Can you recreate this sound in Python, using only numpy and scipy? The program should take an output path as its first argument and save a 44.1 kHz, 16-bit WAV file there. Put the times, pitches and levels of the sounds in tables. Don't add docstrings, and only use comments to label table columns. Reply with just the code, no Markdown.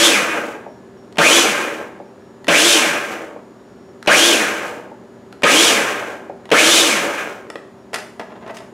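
import sys
import numpy as np
from scipy import signal
from scipy.fft import rfft, irfft, next_fast_len
from scipy.io import wavfile
from scipy.ndimage import uniform_filter1d, map_coordinates

SR = 44100
rng = np.random.default_rng(int(sys.argv[2]) if len(sys.argv) > 2 else 0)


def dump_mix(stems):
    frames = np.atleast_2d(stems).T
    limited = np.clip(frames, -1, 1)
    pcm = np.round(limited * 32767).astype(np.int16)
    wavfile.write(sys.argv[1], SR, pcm)


N = 384993
T = np.arange(N) / SR

# pitch_hz, density_db (per Hz)
QUIET_COLOUR = [(25, -38.5), (42, -40), (58, -21.5), (100, -15), (160, -12.5), (235, -8), (330, -9),
                (480, -11), (700, -16), (1000, -19.5), (1500, -24.5), (2500, -34), (5700, -40.5),
                (11000, -49), (15500, -58)]
# pitch_hz, level_db
HUM_PARTIALS = [(119.8, -57), (193.8, -53), (233, -50), (360.7, -55), (387.6, -47), (409.1, -55.5),
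                (581.4, -57.5), (1712, -66), (6896, -72), (7020, -77.5)]
# start_s, end_s
WHISTLE_SPANS = [(.68, .8), (.97, 1.12), (2.05, 2.12), (2.2, 2.33), (3.56, 3.92), (7.77, 7.85)]
# drive_bites_s, switch_off_s, blade_at_rest_s, level_db, jolt_db, wetness_db
PULSES = [(-.146, .06, .71, -0.2, -2, -1), (1.183, 1.378, 2.033, -1.44, -2, -0.1),
          (2.481, 2.725, 3.44, -1.77, -1.5, 0), (4.073, 4.281, 4.968, -2.2, -1.5, 0.5),
          (5.433, 5.648, 6.36, -1.24, -1.1, 0.04), (6.515, 6.795, 7.57, -2.5, -1.5, 0.9)]
# centre_hz, width_hz, lift_db
HOUSING_MODES = [(217.6, 53, -0.5), (314, 36, 5.5), (487, 60, 1.5), (598, 56, 7), (760, 45, 0.5),
                 (916, 92, 2.5), (1089, 78, 2), (1230, 100, 2), (1591, 80, 7), (1753, 91, 2),
                 (2220, 130, 3.5), (2540, 60, -7.5), (2490, 180, 7), (2970, 100, 4), (3530, 51, 1),
                 (6050, 920, 4), (6950, 110, 5.5), (7790, 200, 2.5)]
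# pitch_hz, level_db
WHINE_RESPONSE = [(200, -23), (800, -5), (1600, .5), (2300, 1), (2900, -3), (3600, 0), (4300, -3)]
# pitch_hz, density_db (per Hz)
RUMBLE_COLOUR = [(25, -51.5), (70, -23.5), (150, -13), (220, -1), (450, 5), (850, -0.5), (1200, -7),
                 (1800, -10), (3000, -23), (8000, -51)]
# pitch_hz, density_db (per Hz)
RATTLE_COLOUR = [(40, -55.5), (300, -39.5), (800, -7), (1200, 5.5), (1600, 6), (2600, 4.5), (3300, -6),
                 (4300, -17), (8000, -26), (16000, -55)]
# pitch_hz, density_db (per Hz)
SPRAY_COLOUR = [(40, -53.5), (300, -34), (1500, -17.5), (3200, 4), (4600, -2), (7000, -3), (10000, -6.5),
                (13000, -17.5), (16000, -25)]
# pitch_hz, density_db (per Hz)
STIR_COLOUR = [(300, -32.5), (1500, -6.5), (3000, 6), (4600, -1.5), (7000, -2), (10000, -7), (13500, -11.5),
               (16000, -16)]
# pitch_hz, density_db (per Hz)
PLASTIC_COLOUR = [(60, -20), (250, 5), (450, 6), (700, 8.5), (1100, 2.5), (2100, -4), (3500, -10.5),
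                  (9000, -41.5)]
# time_s, level_db
STOP_KNOCKS = [(.662, -22), (2.000, -21), (3.360, -25), (4.915, -26.5), (6.296, -18), (7.555, -22.5)]
# pitch_hz, density_db (per Hz)
KNOCK_COLOUR = [(60, -30), (250, 2), (450, 9), (900, 5.5), (1250, -15.5), (2000, -21.5), (3500, -36),
                (9000, -54), (16000, -70.5)]
# pitch_hz, density_db (per Hz)
SNAP_COLOUR = [(40, -53.5), (500, -26), (1500, 7.5), (3000, 5), (5000, 1), (10000, -6), (13000, -17),
               (16000, -24.5)]
# time_s, level_db, bright_share_db
KNOB_CLICKS = [(1.125, -40.5, -2.5), (1.157, -27.5, -18), (2.444, -28.5, -8.5), (4.027, -31, -4.5),
               (4.050, -38, -5.5), (5.326, -28, -12), (6.455, -28, -13), (6.491, -24, -20),
               (7.501, -17.5, -12.5), (7.556, -18, -22)]
# pitch_hz, density_db (per Hz)
SWITCH_COLOUR = [(60, -26), (250, -0.5), (600, -1.5), (1200, -0.5), (2500, -4.5), (4000, -13), (9000, -39)]
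# centre_hz, width_hz, lift_db
LID_MODES = [(430, 50, 5.5), (610, 50, 8.5), (650, 72, 5.5), (890, 70, 8), (1010, 70, 5.5),
             (1310, 120, 5.5), (1690, 110, 4), (1932, 110, 8), (2265, 67, 0.5), (2710, 90, 3),
             (3380, 80, -0.5), (5230, 200, 2)]
# pitch_hz, density_db (per Hz)
THUD_COLOUR = [(25, -62), (80, -21.5), (170, 1.5), (400, -1), (620, 6), (1000, -13.5), (2700, -1),
               (4200, -11.5), (9000, -40)]
# time_s, level_db, bright_share_db
LID_TAPS = [(7.931, -15, -13), (7.941, -11.5, -2.5), (7.984, -17, -11), (8.195, -9, -24.5),
            (8.303, -25, -33), (8.355, -23, -40), (8.462, -18, -32), (8.476, -21, -21), (8.510, -31, -26),
            (8.544, -30, -7), (8.568, -31.5, 2.5), (8.603, -22.5, -28)]
# start_s, length_s, rub_db, scrape_db
LID_SLIDES = [(8.175, 0.28, -51, -75), (8.408, 0.17, -38.5, -51)]
# pitch_hz, t60_s
KITCHEN_DECAY = [(150, 0.34), (1000, 0.62), (4000, 0.44), (14000, 0.51)]
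# rotor_hz, level_db
MOUNT_RESPONSE = [(40, -64.0), (100, -31.5), (150, -20), (225, -6), (270, -7), (310, 1), (345, 3.5), (385, -11)]
# pitch_hz, density_db (per Hz)
WHINE_COLOUR = [(100, 0.0082), (16000, 0)]
# pitch_hz, density_db (per Hz)
SCRAPE_COLOUR = [(2000, -18.0), (5000, 5.0), (10500, -4.5), (16000, -14.0)]
# pitch_hz, density_db (per Hz)
SIDE_COLOUR = [(250, 0.5), (1000, -1.5), (4000, 3), (8000, 4.0), (14000, -7.5)]

FREE_HZ, SPIN_UP_S = 402, 0.099
LEAD_S = 0.012


def amp(db):
    return 10 ** (np.asarray(db) / 20)


def unit(x):
    return x / np.sqrt(np.mean(x ** 2) + 1e-20)


def along(points, hz):
    f, v = np.transpose(points)
    return np.interp(np.log(hz + 1), np.log(f + 1), v)


def wobble(rate):
    knots = rng.standard_normal(int(N * rate / SR) + 4)
    return map_coordinates(knots, [T * rate])


def body(colour, modes=(), size=8192):
    hz = np.fft.rfftfreq(size, 1 / SR)
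    db = along(colour, hz)
    for centre, width, lift in modes:
        db = db + lift / (1 + (2 * (hz - centre) / width) ** 2)
    cepstrum = irfft(np.log(amp(db)))
    cepstrum[1:size // 2] *= 2
    cepstrum[size // 2 + 1:] = 0
    response = irfft(np.exp(rfft(cepstrum)))
    return response / np.linalg.norm(response)


def through(x, response):
    return signal.oaconvolve(x, response)[:N]


def impacts(rate, spread_db):
    chance = rate / SR
    hit = rng.random(N) < chance
    sign = np.sign(rng.standard_normal(N))
    size = amp(spread_db * rng.standard_normal(N))
    return unit(hit * sign * size / np.sqrt(chance))


def blows(rows, colour, modes, t60, snap_t60, body_db, snap_db, attack):
    dull, bright = np.zeros((2, N + SR))
    t = np.arange(SR // 3) / SR
    onset = 1 - np.exp(-t / attack)
    for s, db, share_db in rows:
        a, b = rng.standard_normal((2, len(t))) * onset
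        span = slice(round(s * SR), round(s * SR) + len(t))
        dull[span] += a * amp(db + body_db - 60 * t / t60)
        bright[span] += b * amp(db + share_db + snap_db - 60 * t / snap_t60)
    return through(dull[:N], body(colour, modes)) + through(bright[:N], body(SNAP_COLOUR, modes))


def background(noise_db=-44, hum_db=-1, whistle_db=-67):
    air = through(rng.standard_normal(N), body(QUIET_COLOUR))
    hum = np.zeros(N)
    for hz, db in HUM_PARTIALS:
        phase = 2 * np.pi * hz * T + 0.92 * wobble(9)
        hum += amp(db + 1.5 * wobble(2.4)) * np.sin(phase)
    gate = sum(1. * ((T > a) & (T < b)) for a, b in WHISTLE_SPANS)
    gate = uniform_filter1d(gate, size=600)
    whistle = gate * amp(2 * wobble(12)) * np.sin(2 * np.pi * 5561 * T)
    return amp(noise_db) * air + amp(hum_db) * np.sqrt(2) * hum + amp(whistle_db) * whistle


def motor(current_decay_s=0.076, drag=2.75):
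    speed, current, gain, wetness = np.zeros((4, N))
    for bite, off, rest, db, _, wetness_db in PULSES:
        on = bite - LEAD_S
        rise = 1 - np.exp(-np.clip(T - on, 0, off - on) / SPIN_UP_S)
        coast = np.clip((rest - T) / (rest - off), 0, 1) ** drag
        engaged = (T > bite) & (T < rest)
        speed += FREE_HZ * rise * coast
        current += engaged * np.exp(-np.maximum(T - off, 0) / current_decay_s)
        gain += engaged * amp(db)
        wetness += engaged * amp(wetness_db)
    speed = uniform_filter1d(speed, size=900).clip(0)
    torque = current * (1 - speed / FREE_HZ)
    return speed, current, torque, gain, wetness


def rotor(speed, top_db=-23, second_db=-13, shudder=0.6):
    turn = 2 * np.pi * np.cumsum(speed) / SR
    mount = along(MOUNT_RESPONSE, speed)
    drift = (shudder + 2 * (1 - speed / speed.max())) * wobble(45) / 2
    shake = np.sin(turn + drift) + amp(second_db) * np.sin(2 * turn)
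    return amp(top_db + mount + 1.2 * wobble(25)) * shake


def whine(speed, current, torque, driven_db=-20, coasting_db=-21.5, skirt_db=-1, strain_db=6):
    turn = 2 * np.pi * np.cumsum(speed) / SR
    rough = .35 + 2.4 * torque + .2 * (1 - current)
    tone = np.sin(10 * turn + rough * wobble(260) + 2 * wobble(35))
    skirt = np.sin(10 * turn) * wobble(900) * (.5 + torque)
    skirt += .35 * np.sin(9 * turn + 2 * wobble(90))
    gain = amp(driven_db) * current + amp(coasting_db) * speed / FREE_HZ
    gain *= amp(strain_db * torque + 2.6 * wobble(60))
    beats = (tone + amp(skirt_db) * skirt) * gain * amp(along(WHINE_RESPONSE, 10 * speed))
    return through(beats, body(WHINE_COLOUR, HOUSING_MODES))


def rumble_gain(speed, top_db=-19.5, growth=.41):
    return amp(top_db) * (speed / FREE_HZ) ** growth


def rattle_gain(speed, top_db=-16.5, growth=0.82, seated_hz=190):
    shake = (speed / seated_hz) ** growth
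    return amp(top_db) * shake / np.hypot(1, shake)


def spray_gain(speed, top_db=-10.5, growth=2.33):
    return amp(top_db) * (speed / FREE_HZ) ** growth


def stir_gain(speed, top_db=-24.5, growth=0.69, stall_hz=11):
    return amp(top_db) * (speed / FREE_HZ) ** growth * np.tanh(speed / stall_hz)


def soften(x, speed, soft_hz=2300, hard_speed_hz=90):
    dull = signal.sosfiltfilt(signal.butter(2, soft_hz, fs=SR, output="sos"), x)
    return dull + np.tanh(speed / hard_speed_hz) * (x - dull)


def chopping(speed, torque, wetness, gear_ratio=6.2, throb=0.085, lurch_db=-0.9):
    blade = 2 * np.pi * np.cumsum(speed) / SR / gear_ratio
    passes = 1 + throb * np.cos(2 * blade)
    lurch = amp(lurch_db * (1 - speed / FREE_HZ - torque) * wobble(22))

    def layer(colour, gain, rate, strain_db, uneven_db):
        force = gain * amp(strain_db * torque + uneven_db * wobble(35)) * passes * lurch
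        return through(force * impacts(rate, spread_db=1.5), body(colour, HOUSING_MODES))

    rumble = layer(RUMBLE_COLOUR, rumble_gain(speed), 400 + 15 * speed, 14, 1.8)
    rattle = layer(RATTLE_COLOUR, rattle_gain(speed), 500 + 22 * speed, 7, 1.3)
    spray = layer(SPRAY_COLOUR, wetness * spray_gain(speed), 1500 + 30 * speed, 16, .8)
    stir = layer(STIR_COLOUR, wetness * stir_gain(speed), 900 + 25 * speed, 8, 1.2)
    return rumble + soften(rattle, speed) + spray + stir


def chunks(speed, per_turn=0.27, chunk_db=-8):
    slaps = impacts(15 + per_turn * speed, spread_db=0.5)
    slaps = slaps * amp(chunk_db) * rumble_gain(speed) * speed / FREE_HZ
    return through(slaps, body(PLASTIC_COLOUR, HOUSING_MODES))


def stop_knocks(bright_db=-39):
    stops = [(s, db, bright_db) for s, db in STOP_KNOCKS]
    return blows(stops, KNOCK_COLOUR, HOUSING_MODES, t60=0.043, snap_t60=.045,
                 body_db=-2, snap_db=-7, attack=.0006)


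def switch(contact_db=-19, bright_db=-14.5):
    contacts = [(bite - LEAD_S, contact_db, bright_db) for bite, *_ in PULSES if bite > 0]
    return blows([*KNOB_CLICKS, *contacts], SWITCH_COLOUR, LID_MODES, t60=0.021, snap_t60=0.0084,
                 body_db=-1, snap_db=12, attack=.00076)


def starting_jolts(bright_db=-19):
    jolts = [(bite, db, bright_db) for bite, _, _, _, db, _ in PULSES if bite > 0]
    return blows(jolts, THUD_COLOUR, HOUSING_MODES, t60=0.16, snap_t60=0.041,
                 body_db=-5.5, snap_db=8.5, attack=0.0018)


def lid_bumps(rebound_s=0.016, rebound_db=-7.5):
    rebounds = [(s + rebound_s, db + rebound_db, bright_db) for s, db, bright_db in LID_TAPS]
    return blows([*LID_TAPS, *rebounds], PLASTIC_COLOUR, LID_MODES, t60=0.059, snap_t60=0.039,
                 body_db=-8.5, snap_db=1.5, attack=0.0012)


def slide(slips=900, catch_db=7.0, catches=55, scrape_lag=3.3):
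    rub, scrape = np.zeros((2, N))
    for start, length, rub_db, scrape_db in LID_SLIDES:
        progress = np.clip((T - start) / length, 0, 1)
        rub += amp(rub_db) * np.sin(np.pi * progress)
        scrape += amp(scrape_db) * np.sin(np.pi * progress ** scrape_lag) ** 2
    grip = amp(catch_db * wobble(catches))
    rub = rub * grip * impacts(slips, spread_db=1.5)
    scrape = scrape * grip * impacts(slips, spread_db=1.5)
    return through(rub, body(PLASTIC_COLOUR, LID_MODES)) + through(scrape, body(SCRAPE_COLOUR))


def room(x):
    hz, t, z = signal.stft(rng.standard_normal(SR // 2), SR, nperseg=256)
    decay = amp(-60 * t / along(KITCHEN_DECAY, hz)[:, None])
    tail = signal.istft(z * decay, SR, nperseg=256)[1]
    return through(x, np.pad(tail / np.linalg.norm(tail), (130, 0)))


def scene(wet_db=-5, side_db=-25.5, chop_db=-1.5):
    speed, current, torque, gain, wetness = motor()
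    food = amp(chop_db) * chopping(speed, torque, wetness) + chunks(speed)
    machine = gain * (food + whine(speed, current, torque)) + rotor(speed)
    machine += stop_knocks() + switch() + starting_jolts() + lid_bumps() + slide()
    mid = machine + amp(wet_db) * room(machine) + background()
    side = amp(side_db) * through(room(mid), body(SIDE_COLOUR))
    return np.array([mid + side, mid - side]) * amp([[.19], [-.19]])


def record(dry, knee=5, top_hz=15750):
    soft = dry / (1 + np.abs(dry) ** knee) ** (1 / knee)
    m = next_fast_len(N + 8192)
    band = np.clip((top_hz - np.fft.rfftfreq(m, 1 / SR)) / 400 + .5, 0, 1)
    return irfft(rfft(soft, m) * band, m)[:, :N]


dry = scene()
out = record(dry)
dump_mix(out)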